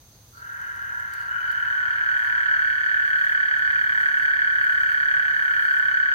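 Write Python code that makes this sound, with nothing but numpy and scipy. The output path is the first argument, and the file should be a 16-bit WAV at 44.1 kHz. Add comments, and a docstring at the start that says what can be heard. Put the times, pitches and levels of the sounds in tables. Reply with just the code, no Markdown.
"""A wooded garden at night. Two toads trill: a far one starts, a near one joins and holds its trill.
Each note is two puffs of air that set the vocal sac ringing; ground, trunks and leaves scatter it.
Each call starts hurried, swells as the sac fills and slows as the toad tires.
Behind them are thin bands of insects, a low rumble with a faint hum, and leaves that stir and tick."""
import sys
import numpy as np
from scipy import signal
from scipy.fft import rfft, irfft
from scipy.io import wavfile

SR = 44100
rng = np.random.default_rng(int(sys.argv[2]) if len(sys.argv) > 2 else 0)


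def store_wav(level_fs):
    """Save 16-bit WAV to argv[1]."""
    pcm = np.round(np.clip(np.atleast_2d(level_fs), -1, 1) * 32767)
    wavfile.write(sys.argv[1], SR, pcm.T.astype(np.int16))


N = 270774
TIME = np.arange(N) / SR

# Night air and hiss. Each row: frequency in Hz, relative spectral level in dB.
AIR_SPECTRUM = [(25, -13), (45, -2.5), (80, 1), (115, -1), (170, -9), (300, -15.5), (600, -16), (1500, -21),
                (3500, -27), (7500, -27), (10000, -25), (12500, -22), (15500, -22.5)]
# Stereo likeness of the air. Each row: frequency in Hz, left-right correlation.
AIR_CORRELATION = [(30, 1), (125, 0.96), (300, 0.95), (700, 0.64), (2000, 0), (16000, 0)]
# Insect choruses. Each row: centre in Hz, width in Hz, left level in dB, right level in dB.
INSECT_BANDS = [(6236, 366, -62.5, -59.5), (4300, 1940, -65, -63)]
# Insect buzzes and leaf stirs. Each row: middle in seconds, length in seconds, level in dB.
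INSECT_BUZZES = [(.15, 0.084, -66), (.385, 0.11, -60.5), (.78, .12, -74), (1.2, 0.19, -59.5),
                 (1.52, 0.15, -62)]
LEAF_STIRS = [(.33, 0.2, -64), (1.194, 0.11, -61), (2.227, .16, -59), (3.25, 0.3, -59.5), (4.03, 0.24, -60),
              (4.233, .12, -56), (4.78, 0.47, -60), (5.26, 0.53, -64), (5.69, 0.38, -56.5)]
# Ticks in the foliage. Each row: start in seconds, relative level in dB.
LEAF_TICKS = [(.088, -48), (0.5314, -38), (0.613, -39), (0.76, -36), (0.998, -36), (1.1365, -27),
              (1.515, -29.5), (2.4104, -38), (3.0994, -41), (3.2435, -36), (3.5887, -37), (3.721, -37),
              (3.8384, -38), (4.6443, -34), (4.9244, -35)]
# Puffs of one note. Each row: delay in seconds, relative level in dB, swell time in seconds,
# starting pitch over trill pitch, fractional pitch fall per second, overtone gain in dB.
FAR_NOTE_PUFFS = [(0, -0.5, 0.002788, 1.053, 13.6, -10), (.0078, -3, 0.0024, 0.9856, 12.7, 0.5)]
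NEAR_NOTE_PUFFS = [(0, 0, .00313, 1.066, 19.2, -3), (.00614, -16, .0025, 1.038, 20, 13)]
# Upper sac resonances. Each row: ratio to the pitch, relative level in dB.
SAC_OVERTONES = [(1.988, -26), (2.722, -43.5), (2.948, -47)]
# Body resonances. Each row: centre in Hz, width in Hz, gain in dB.
FAR_BODY_MODES = [(890, 186, 5.5), (1130, 230, 11), (1944, 67, 4), (2070, 184, 11), (2750, 130, 4)]
NEAR_BODY_MODES = [(948, 324, 11.5), (1127.4, 22, 14), (1280, 49, 5), (1495, 32, -6.5), (1742, 20, -6.5),
                   (1985, 16, -1.5), (2190, 30, 23.5), (2282, 53, 20.5), (2713, 43, 18), (2971, 25, 7.5),
                   (3195, 29, 2.5), (3790, 93, 9.5), (4320, 14, 11.5), (4457, 35, 9.5), (4540, 18, 12.5)]
# Ringing of the slack sac. Each row: centre in Hz, width in Hz, gain in dB, fade in dB per second.
SLACK_SAC_RINGS = [(1550, 9.7, -15, 12), (2930, 29, 14, 24)]
# Early echoes. Each row: delay in seconds, gain in dB, channel (0 left, 1 right).
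FAR_REFLECTIONS = [(.0033, -12.5, 0), (.0098, -0.5, 0), (0.0135, -2, 0), (.019, -3, 0), (.0044, -7.5, 1),
                   (0.0122, -3, 1), (0.0186, -4, 1)]
NEAR_REFLECTIONS = [(.00615, -3.8, 0), (.01009, -17.5, 0), (.01286, -13, 0), (.01571, -8.9, 0),
                    (.02044, -14.2, 0), (.02493, -9.8, 0), (.02717, -9.2, 0), (.03064, -14.7, 0),
                    (.03392, -13.4, 0), (.05005, -16.1, 0), (.07015, -17.2, 0), (.00164, -3.6, 1),
                    (.00328, -10.7, 1), (.00503, -8.9, 1), (.00669, -5.1, 1), (.01388, -8.8, 1),
                    (.01786, -14.9, 1), (.02178, -15.8, 1), (.04152, -20.8, 1), (.0488, -15.8, 1),
                    (.05834, -20.8, 1), (.0695, -20.5, 1)]


def from_db(db):
    return 10 ** (np.asarray(db) / 20)


def unit_rms(x):
    return x / np.sqrt(np.mean(x ** 2) + 1e-20)


def band(x, low_hz, high_hz, order=2):
    sos = signal.butter(order, [low_hz, min(high_hz, .48 * SR)], "band", fs=SR, output="sos")
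    return signal.sosfilt(sos, x)


def band_around(x, centre_hz, width_hz, order=1):
    return band(x, centre_hz - width_hz / 2, centre_hz + width_hz / 2, order)


def delayed(x, delay_s):
    return np.interp(TIME - delay_s, TIME, x, left=0)


def drift(rate_hz):
    """Slow random curve, rms 1."""
    knots = rng.standard_normal(int(TIME[-1] * rate_hz) + 2)
    return unit_rms(np.interp(TIME * rate_hz, np.arange(len(knots)), knots))


def swells(rows):
    """Gain curve with one Gaussian bump per row."""
    return sum(from_db(db) * np.exp(-(2 * (TIME - middle_s) / length_s) ** 2)
               for middle_s, length_s, db in rows)


def over_bins(points):
    """Interpolate a table onto the FFT bins in log frequency."""
    hz, values = np.array(points).T
    bin_hz = np.maximum(np.arange(N // 2 + 1) * SR / N, 1)
    return np.interp(np.log(bin_hz), np.log(hz), values)


def night_air(level_db):
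    """Distant rumble, alike in both ears, under a faint wavering hiss."""
    correlation = over_bins(AIR_CORRELATION)
    mid, side = rfft(rng.standard_normal((2, N)))
    spectrum = np.sqrt(1 + correlation) * mid + np.sqrt(1 - correlation) * side * [[1], [-1]]
    air = irfft(from_db(over_bins(AIR_SPECTRUM)) * spectrum, N)
    rumble = signal.sosfiltfilt(signal.butter(2, 5000, fs=SR, output="sos"), air)
    hiss = (air - rumble) * from_db(0.22 * drift(6.5))
    return from_db(level_db) * unit_rms(band(rumble, 16, 18000) + hiss)


def wavering_tone(hz, level_db, wander_rad, wander_hz):
    """Sine with a wandering phase."""
    phase = 2 * np.pi * hz * TIME + wander_rad * drift(wander_hz)
    return from_db(level_db) * np.sqrt(2) * np.sin(phase)


def insects():
    """Many far insects merge into shimmering bands; one buzzes in short bursts."""
    chorus = np.zeros((2, N))
    for hz, width_hz, left_db, right_db in INSECT_BANDS:
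        gain = from_db([[left_db], [right_db]]) * from_db(0.57 * drift(40))
        chorus += gain * unit_rms(band_around(rng.standard_normal((2, N)), hz, width_hz, order=2))
    buzz = unit_rms(band(rng.standard_normal((2, N)), 4230, 4760))
    return chorus + swells(INSECT_BUZZES) * buzz


def leaf_rustle(grains_per_s, rest_db, flicker_db):
    """Fine crackle of leaves, rising with each stir."""
    grains = (rng.random((2, N)) < grains_per_s / SR) * rng.standard_normal((2, N))
    grains *= from_db(flicker_db * drift(40))
    crackle = unit_rms(band(grains + 1e-18, 4600, 23000, order=1))
    return (from_db(rest_db) + swells(LEAF_STIRS)) * crackle


def leaf_ticks(t60_s, gain_db):
    """Tiny bright cracks that die at once."""
    cracks = np.zeros((2, N))
    age_s = np.arange(SR // 20) / SR
    for start_s, db in LEAF_TICKS:
        at = int(start_s * SR)
        envelope = from_db(db + gain_db - 60 * age_s / t60_s)
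        cracks[:, at:at + len(age_s)] += envelope * rng.standard_normal((2, len(age_s)))
    return band(cracks + 1e-18, 3400, 22000, order=1)


def note_times(start_s, stop_s, rate_hz, slowing_hz_per_s, hurry_hz, settle_s, tired_s=0, tired_hz=0):
    """The beat starts hurried, slows steadily and drops by tired_hz once the toad tires."""
    age_s = np.maximum(TIME - start_s, 0)
    beat_hz = rate_hz - slowing_hz_per_s * age_s + hurry_hz * np.exp(-age_s / settle_s)
    beat_hz -= tired_hz * (TIME > tired_s)
    count = np.cumsum(beat_hz * (TIME > start_s) * (TIME < stop_s)) / SR
    return np.searchsorted(count, np.arange(1, count[-1])) / SR


def sac_filling(notes_s, held_hz, scoop_hz, slack_hz, sag_hz_per_s,
                held_db, slack_db, attack_db, attack_s, fill_s):
    """Note pitch and level: both rise at the attack and as the sac fills; the pitch then sags."""
    age_s = notes_s - notes_s[0]
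    closed, slack = np.exp(-age_s / attack_s), np.exp(-age_s / fill_s)
    pitch_hz = held_hz - scoop_hz * closed - slack_hz * slack - sag_hz_per_s * age_s
    return pitch_hz, held_db - slack_db * slack - attack_db * closed


def puff(age_s, pitch_hz, swell_s, fall_per_s, overtone_db, snap_db, snap_s, rasp_db):
    """The larynx snaps open; the sac swells and rings down as its pitch sags."""
    age_s = np.maximum(age_s, 0)
    envelope = (age_s / swell_s * np.exp(1 - age_s / swell_s)) ** 3
    phase = 2 * np.pi * pitch_hz * (age_s - fall_per_s * age_s ** 2 / 2)
    snap = from_db(snap_db) * age_s / snap_s * np.exp(1 - age_s / snap_s)
    overtones = sum(from_db(db + overtone_db) * np.sin(ratio * phase) for ratio, db in SAC_OVERTONES)
    breath = unit_rms(band(rng.standard_normal(age_s.shape), 660, 2620))
    rasp = from_db(rasp_db + overtone_db / 2) * breath
    # Overtones and rasp sound while the sac is driven hardest.
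    return (envelope + snap) * np.sin(phase) + envelope ** 2 * (overtones + rasp)


def trill(notes_s, pitch_hz, level_db, puffs, jitter_s, spread, shimmer_db, stretch=1, **timbre):
    """A run of puffed notes, each varying slightly in timing, pitch and strength."""
    pitch_draw, time_draw, gap_draw = rng.standard_normal((3, len(notes_s), 1))
    note_hz = pitch_hz[:, None] * (1 + spread * pitch_draw)
    age_s = np.arange(SR // 28) / SR
    notes = np.zeros((len(notes_s), len(age_s)))
    for delay_s, db, swell_s, ratio, fall_per_s, overtone_db in puffs:
        gain = from_db(db + shimmer_db * rng.standard_normal((len(notes_s), 1)))
        puff_age_s = age_s - delay_s * (1 + spread * gap_draw)
        notes += gain * puff(puff_age_s, note_hz * ratio, swell_s * stretch, fall_per_s / stretch,
                             overtone_db, **timbre)
    power = np.mean(np.sum(notes ** 2, axis=1)) / np.mean(np.diff(notes_s)) / SR
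    notes *= from_db(level_db)[:, None] / np.sqrt(power)
    first_swell_s = puffs[0][2]
    onsets_s = notes_s[:, None] - first_swell_s + jitter_s * time_draw
    samples = (onsets_s * SR).astype(int) + np.arange(len(age_s))
    return np.bincount(samples.ravel(), notes.ravel(), N)[:N]


def body(voice, modes, low_hz):
    """The toad's body radiates no bass and adds resonances."""
    voice = band(voice, low_hz, 6000, order=3)
    return voice + sum(from_db(db) * band_around(voice, hz, width_hz) for hz, width_hz, db in modes)


def garden(voice, echoes, right_lag_s, left_bias_db, scatter_db, diffuse_db, t60_s, leaf_db):
    """Direct sound, early echoes and a tail scattered by foliage."""
    early = np.array([voice, voice])
    for delay_s, db, channel in echoes:
        early[int(channel)] += from_db(db) * delayed(voice, delay_s)
    early *= from_db([[left_bias_db / 2], [-left_bias_db / 2]])
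    age_s = np.arange(SR // 2) / SR
    envelope = from_db(-60 * age_s / t60_s) * (1 - np.exp(-age_s / 0.066))
    tails = envelope * rng.standard_normal((3, len(age_s)))
    tails /= np.sqrt(np.sum(tails ** 2, axis=1, keepdims=True))
    # Leaves scatter short waves more than long ones.
    bright = voice + from_db(leaf_db) * band(voice, 3370, 9400, order=3)
    scattered = signal.fftconvolve(bright[None], tails, axes=1)[:, :N]
    left, right = early + from_db(scatter_db) * scattered[0]
    return np.array([left, delayed(right, right_lag_s)]) + from_db(diffuse_db) * scattered[1:]


def far_toad():
    """Soft puffs smoothed by echoes, over a thin, wavering low tone near 980 Hz that follows the call."""
    notes_s = note_times(0.305, 2.65, rate_hz=40.2, slowing_hz_per_s=2.2, hurry_hz=4.5, settle_s=0.15)
    pitch_hz, level_db = sac_filling(
        notes_s, held_hz=1616, scoop_hz=197, slack_hz=17, sag_hz_per_s=16,
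        held_db=-32, slack_db=7.5, attack_db=22, attack_s=0.067, fill_s=0.77)
    # Out of air: the last notes sink and fade.
    spent_s = np.maximum(notes_s - 2.43, 0)
    pitch_hz -= 410 * spent_s
    level_db -= 30 * spent_s
    voice = trill(notes_s, pitch_hz, level_db, FAR_NOTE_PUFFS, jitter_s=0.00007, spread=0.0043,
                  shimmer_db=0.53, snap_db=-12, snap_s=0.001, rasp_db=-22.5)
    voice = body(voice, FAR_BODY_MODES, low_hz=600)
    tone_db = np.interp(TIME, notes_s, level_db, left=-120, right=-120) - 21.5 + 2.0 * drift(18)
    low_tone = wavering_tone(hz=978, level_db=tone_db, wander_rad=2.2, wander_hz=21.65)
    heard = garden(voice, FAR_REFLECTIONS, right_lag_s=0.00031, left_bias_db=-1.5,
                   scatter_db=4, diffuse_db=-0.5, t60_s=0.2, leaf_db=-12)
    return from_db(-7.5) * heard + np.array([low_tone, delayed(low_tone, 0.00012)])


def near_toad():
    """Rounded, falling puffs, drawn out and ringing until the sac tightens; overtones beam left."""
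    notes_s = note_times(1.2644, 6.14, rate_hz=37.89, slowing_hz_per_s=0.545, hurry_hz=5.46,
                         settle_s=0.4, tired_s=5.36, tired_hz=0.83)
    notes_s += 0.0005 * np.interp(notes_s, TIME, drift(6))
    pitch_hz, level_db = sac_filling(
        notes_s, held_hz=1636, scoop_hz=90, slack_hz=105, sag_hz_per_s=7.6,
        held_db=-21.2, slack_db=11, attack_db=9, attack_s=0.04, fill_s=0.55)
    slack_stretch, tighten_s = 0.67, 0.14
    stretch = 1 + slack_stretch * np.exp(-(notes_s - notes_s[0]) / tighten_s)
    voice = trill(notes_s, pitch_hz, level_db, NEAR_NOTE_PUFFS, jitter_s=0.00005, spread=0.0067,
                  shimmer_db=0.5, stretch=stretch[:, None], snap_db=-28, snap_s=0.00014, rasp_db=-34)
    voice = body(voice, NEAR_BODY_MODES, low_hz=720)
    age_s = np.maximum(TIME - notes_s[0], 0)
    rings = sum(from_db(db - fade_db_per_s * age_s) * band_around(voice, hz, width_hz)
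                for hz, width_hz, db, fade_db_per_s in SLACK_SAC_RINGS)
    heard = garden(voice + rings, NEAR_REFLECTIONS, right_lag_s=0.0003, left_bias_db=-3,
                   scatter_db=-4, diffuse_db=-10, t60_s=1.0, leaf_db=4.5)
    beam = (from_db([[1.5], [-6.5]]) - 1) * band(heard, 2370, 4900)
    return from_db(-5.5) * (heard + beam)


def rumble_swell(middle_s, length_s, level_db):
    """The upper part of the distant rumble swells once."""
    rumble = unit_rms(band(rng.standard_normal(N), 137, 316))
    return swells([(middle_s, length_s, level_db)]) * rumble


def scene():
    """Both toads over the night background."""
    air = night_air(level_db=-53.5)
    hum = wavering_tone(hz=117.4, level_db=-64, wander_rad=0.65, wander_hz=3.2)
    chorus = insects()
    rustle = leaf_rustle(grains_per_s=1500, rest_db=-74, flicker_db=1.5)
    ticks = leaf_ticks(t60_s=0.033, gain_db=-10)
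    toads = far_toad() + near_toad()
    swell = rumble_swell(middle_s=4.04, length_s=1.0, level_db=-62.5)
    return air + hum + chorus + rustle + ticks + toads + swell


def record(dry):
    """Steep low-pass at 15950 Hz."""
    return signal.sosfilt(signal.ellip(12, .1, 90, 15950, fs=SR, output="sos"), dry)


dry = scene()
out = record(dry)
store_wav(out)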